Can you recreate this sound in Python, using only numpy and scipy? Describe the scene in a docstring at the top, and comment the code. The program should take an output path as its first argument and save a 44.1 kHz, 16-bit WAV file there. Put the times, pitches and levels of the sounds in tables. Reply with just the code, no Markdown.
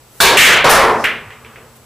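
"""A small, live room with a pool table, on the break: the cue slides through the hand and cracks
against the cue ball, the rack bursts apart, balls thump the rails and slap a pocket, then rumble on
over the slate and kiss a few more times. Each blow is a burst of coloured noise with a room tail;
cue and balls add short ringing tones. Hiss, hum and a thin whine sit underneath,
and the loudest hits overload the microphone input into hard clipping."""
import sys
import numpy as np
from scipy import signal
from scipy.fft import rfft, irfft, next_fast_len
from scipy.io import wavfile

SR = 44100
rng = np.random.default_rng(int(sys.argv[2]) if len(sys.argv) > 2 else 0)


def store_pcm(level_fs):
    """Save levels as 16-bit WAV."""
    pcm = np.round(np.clip(level_fs, -1, 1) * 32767).astype(np.int16)
    wavfile.write(sys.argv[1], SR, np.atleast_2d(pcm).T)


N = 81585
T = np.arange(N) / SR
FFT_SIZE = next_fast_len(2 * N)
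HZ = np.fft.rfftfreq(FFT_SIZE, 1 / SR)

# stereo width of hits and rolling, near mono in the bass (frequency [Hz], side over mid [dB])
TABLE_WIDTH = [(60, -26), (400, -24.5), (1200, -25.5), (2800, -16), (6000, -10.5), (12000, -3)]
# wider image of the hiss and cue swishes (frequency [Hz], side over mid [dB])
AIR_WIDTH = [(60, -10), (250, -11), (700, -10), (1500, -9), (3000, -4), (6000, -3.5), (12000, -0.5)]


def amp(db):
    """Decibels to gain."""
    return 10 ** (np.asarray(db) / 20)


def unit(x):
    """Scale to rms 1."""
    return x / np.sqrt(np.mean(np.abs(x) ** 2) + 1e-20)


def along(points, hz):
    """Read (frequency [Hz], value) points on a log axis."""
    freqs, values = np.transpose(points)
    return np.interp(np.log(hz + 1), np.log(freqs), values)


def fader(points):
    """A gain ride through (time [s], level [dB]) points, silent before the first."""
    times, db = np.transpose(points)
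    return amp(np.interp(T, times, db, left=-120))


def swell(peak_s, spread_s):
    """A bell-shaped rise and fall."""
    return np.exp(-((T - peak_s) / spread_s) ** 2 / 2)


def filtered(x, response):
    """Pass x through a frequency response."""
    return irfft(rfft(x, FFT_SIZE) * response, FFT_SIZE)[..., :N]


def minimum_phase(gain):
    """A unit-power response of this shape with no pre-ring, so attacks stay sharp."""
    cepstrum = irfft(np.log(np.maximum(gain, 1e-6)), FFT_SIZE)
    cepstrum[1:FFT_SIZE // 2] *= 2
    cepstrum[FFT_SIZE // 2 + 1:] = 0
    return unit(np.exp(rfft(cepstrum)))


def resonance(hz, width_hz):
    """Gain of a steep peak: two band-passes of this width in series."""
    return (HZ * width_hz / np.hypot(hz ** 2 - HZ ** 2, HZ * width_hz)) ** 2


def modal(modes):
    """Gain of a bank of resonances."""
    return sum(amp(db) * resonance(hz, width) for hz, width, db in modes)


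def stereo_noise(width):
    """Mid/side noise, spread band by band as the width says."""
    mid, side = rng.standard_normal((2, N))
    side = filtered(side, amp(along(width, HZ)))
    return np.array([mid + side, mid - side])


def rush(spectrum, width):
    """Coloured stereo noise of rms 1."""
    return unit(filtered(stereo_noise(width), amp(along(spectrum, HZ))))


def tone(hz):
    """A steady sine of rms 1."""
    return unit(np.sin(2 * np.pi * hz * T))


def ring(start_s, db, hz, t60):
    """One mode, struck and dying away."""
    age = np.maximum(T - start_s, 0)
    return amp(db - 60 * age / t60) * np.sin(2 * np.pi * hz * age)


def blow(start_s, db, colour, direct_db):
    """One impact: the direct crack, early echoes, then a room tail whose treble dies first."""
    # room decay (frequency [Hz], t60 [s])
    room_decay = [(60, .7), (250, 0.61), (800, 0.55), (2100, 0.45), (5500, 0.4), (10000, 0.34),
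                  (15000, 0.28)]
    # reflections off nearby walls (delay [s], level over the tail [dB])
    echoes = [(.008, -8), (0.016, -12), (0.053, -17)]
    build_s, direct_s, echo_s = 0.0067, 0.004, 0.002
    hz, age, bands = signal.stft(stereo_noise(TABLE_WIDTH), SR, nperseg=256)
    decay = amp(-60 * age / along(room_decay, hz)[:, None])
    tail = signal.istft(bands * decay, SR, nperseg=256)[1][:, :N]
    envelope = 1 - np.exp(-T / build_s)
    envelope += amp(direct_db) * np.exp(-(T / direct_s) ** 2)
    envelope += sum(amp(echo_db) * swell(delay, echo_s) for delay, echo_db in echoes)
    hit = filtered(tail * envelope, minimum_phase(colour))
    return amp(db) * np.pad(hit, ((0, 0), (round(start_s * SR), 0)))[:, :N]


def room_tone():
    """A steady bed of room hiss, mains hum and thin electrical whine."""
    # bass-heavy hiss (frequency [Hz], level [dB])
    hiss_eq = [(25, -22), (50, -6), (80, -5), (170, -11.5), (300, -13), (450, -9), (690, -14), (860, -12.5),
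               (1860, -20.5), (4500, -23.5), (7700, -24.5), (15000, -27)]
    hiss = amp(-46.5) * rush(hiss_eq, AIR_WIDTH)
    hum = amp(-55) * tone(125)
    whine = amp(-62.5) * tone(7870)
    return hiss + hum + whine


def cue_slide():
    """The shaft swishes over the player's hand and rustles as it is drawn back."""
    # slides over the hand (peak time [s], spread [s], level [dB])
    slides = [(0.208, 0.063, -42.5), (1.766, 0.01, -45.5)]
    # broad swish of the shaft (frequency [Hz], level [dB])
    swish_eq = [(100, -6), (500, 1), (2000, 0), (4500, -6), (10000, 1), (15000, -2)]
    # thin rustle of the draw (frequency [Hz], level [dB])
    rustle_eq = [(2000, -16), (4400, -5), (5300, 4), (6500, -4), (10500, -10), (14000, -26)]
    swish = sum(amp(db) * swell(s, spread) for s, spread, db in slides)
    rustle = amp(-38) * swell(peak_s=1.025, spread_s=0.043)
    return swish * rush(swish_eq, AIR_WIDTH) + rustle * rush(rustle_eq, AIR_WIDTH)


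def cue_strike():
    """The tip cracks against the cue ball and rings the shaft."""
    # the cue's own dry ring (frequency [Hz], level [dB], t60 [s])
    tock_modes = [(1526, 27.5, 0.01), (3476, 8.5, 0.064)]
    # resonances of cue and tip (frequency [Hz], width [Hz], level [dB])
    cue_modes = [(417, 89, -4), (687, 39, -5), (920, 80, -1), (1090, 107, 0.5), (1635, 102, 5.5),
                 (2306, 110, -0.5), (2670, 62, -8), (3474, 100, -5.5), (3760, 290, -4.5), (4360, 490, -7.5)]
    # broad crack of the tip (frequency [Hz], level [dB])
    tip_eq = [(60, -32), (250, -20), (400, -9.5), (1500, -8.5), (4000, -11.5), (7000, -15.5), (11000, -18),
              (15000, -24)]
    stroke_s = 0.2028
    tock = sum(ring(stroke_s, db, hz, t60) for hz, db, t60 in tock_modes)
    colour = np.hypot(modal(cue_modes), amp(along(tip_eq, HZ)))
    return tock + blow(stroke_s, db=7, colour=colour, direct_db=0)


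def treble_snaps():
    """Bright snaps of treble on the cue strike and around one later clack."""
    # short noise bursts (time [s], level [dB], t60 [s])
    snaps = [(0.21, 5, .11), (1.043, -9.5, 0.0031), (1.059, -26, .01)]
    # thin, bright snap (frequency [Hz], level [dB])
    snap_eq = [(1500, -44), (4000, -3), (7000, -7), (11000, -4.5), (15000, -7.5)]
    bursts = sum((T >= s) * amp(db - 60 * np.maximum(T - s, 0) / t60) for s, db, t60 in snaps)
    return bursts * rush(snap_eq, TABLE_WIDTH)


def ball_clacks():
    """Balls collide, clustered as the rack bursts, then in light kisses, each at its own pitch."""
    # ball on ball (time [s], level [dB], pitch [ratio], attack emphasis [dB])
    collisions = [(.251, -5.5, 1.26, 5), (.371, 10, 1.047, 20), (.383, 5.5, 1.333, -1),
                  (.405, 9.5, 1.09, 6), (.455, -2, 0.813, 10.5), (0.486, -4, 0.845, 2),
                  (.532, -10.5, 1.19, 1), (.585, -21, 1.23, 2), (.645, -6.5, 1.1, -1),
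                  (1.0406, -11.5, 0.99, 0.5), (1.0426, -17, 1, 6.5), (1.3054, -37.5, 1.02, 8),
                  (1.448, -41, 1.05, 6), (1.5587, -40.5, 0.97, 8)]
    # hard clack (frequency [Hz], level [dB])
    clack_eq = [(60, -23.5), (220, -22), (300, -24.5), (450, -11.5), (750, -21.5), (1200, -8), (1700, -0.5),
                (2200, 1), (2800, -2), (3500, -11), (4500, -23.5), (7000, -31), (15000, -33)]
    click_db, grit_db = 3.5, -3.5  # trims for the tonal and noisy parts of the attack
    clacks = np.zeros((2, N))
    for s, db, pitch, attack_db in collisions:
        clacks += ring(s, db + attack_db + click_db, hz=2086 * pitch, t60=0.0099)
        clacks += blow(s, db, amp(along(clack_eq, HZ / pitch)), attack_db + grit_db)
    return clacks


def rails_and_pocket():
    """Balls thump the cloth and wooden rails, slap a pocket's hard rim and knock softly as they slow."""
    # ball on cloth, rail or pocket (time [s], level [dB], pitch [ratio])
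    thump_hits = [(.308, -10, 0.78), (.47, -8, 0.99), (0.556, -16, 1), (0.6431, 4, 1.09),
                  (.715, -0.5, 1.16), (.785, -3.5, 1.15), (.835, -7, 0.97), (.895, -11.5, 0.99),
                  (.95, -19.5, 0.67)]
    # woody thump (frequency [Hz], level [dB])
    rail_eq = [(40, -29), (100, -25), (170, -17), (230, -12), (310, -11), (390, -1), (650, -1), (1050, 1.5),
               (1400, -4.5), (2000, -9.5), (3000, -21), (4300, -28.5), (5500, -34), (7500, -35),
               (15000, -42)]
    # ball on the pocket rim (time [s], level [dB])
    slap_hits = [(0.689, -5.5), (.696, 1.5)]
    # bright slap (frequency [Hz], level [dB])
    rim_eq = [(100, -16.5), (500, -7), (1300, -4), (1800, 0.5), (2600, -9.5), (4000, -17), (5500, -13),
              (7500, -17), (10150, -13), (10500, -8), (10850, -15.5), (15000, -24)]
    # late, soft knocks (time [s], level [dB])
    knock_hits = [(1.448, -48), (1.57, -42.5)]
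    thumps = sum(blow(s, db, amp(along(rail_eq, HZ / pitch)), direct_db=1)
                 for s, db, pitch in thump_hits)
    slaps = sum(blow(s, db, amp(along(rim_eq, HZ)), direct_db=-10) for s, db in slap_hits)
    knocks = sum(blow(s, db, resonance(hz=480, width_hz=270), direct_db=1) for s, db in knock_hits)
    return thumps + slaps + knocks


def rolling():
    """Balls rumble over the cloth-covered slate; the table's body hums and gives one dull boom."""
    # rumble fading as the balls slow (time [s], level [dB])
    rumble_ride = [(.37, -61), (.45, -25.5), (1, -41), (1.28, -40.5), (1.4, -45), (1.601, -45.5),
                   (1.85, -58)]
    # dark rumble of the slate (frequency [Hz], level [dB])
    slate_eq = [(25, -16), (60, -1), (100, 3.5), (170, -1), (300, -17), (430, -7), (650, -9.5), (1200, -1),
                (2500, -19.5), (6000, -43.5)]
    # swell of the body's hum (time [s], level [dB])
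    body_ride = [(.37, -44), (.65, -37), (.85, -27), (1, -30), (1.1, -38.5), (1.28, -51), (1.36, -49),
                 (1.85, -59.5)]
    # low modes of the table's body (frequency [Hz], width [Hz], level [dB])
    body_modes = [(99, 22, -9), (232.4, 24, -1.5), (441, 40, -6.5)]
    rumble = fader(rumble_ride) * rush(slate_eq, TABLE_WIDTH)
    body = fader(body_ride) * unit(filtered(stereo_noise(TABLE_WIDTH), modal(body_modes)))
    boom = amp(-41.5) * swell(peak_s=1.273, spread_s=0.029) * tone(100)
    return rumble + body + boom


def scene():
    """Everything that reaches the microphone."""
    return (room_tone() + cue_slide() + cue_strike() + treble_snaps()
            + ball_clacks() + rails_and_pocket() + rolling())


def record(dry):
    """The overloaded input clips with a hard knee, then the very top is cut off."""
    ceiling, hardness, top_hz = amp(-6), 7, 15400
    clipped = dry / (1 + np.abs(dry / ceiling) ** hardness) ** (1 / hardness)
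    return filtered(clipped, HZ < top_hz)


dry = scene()
out = record(dry)
store_pcm(out)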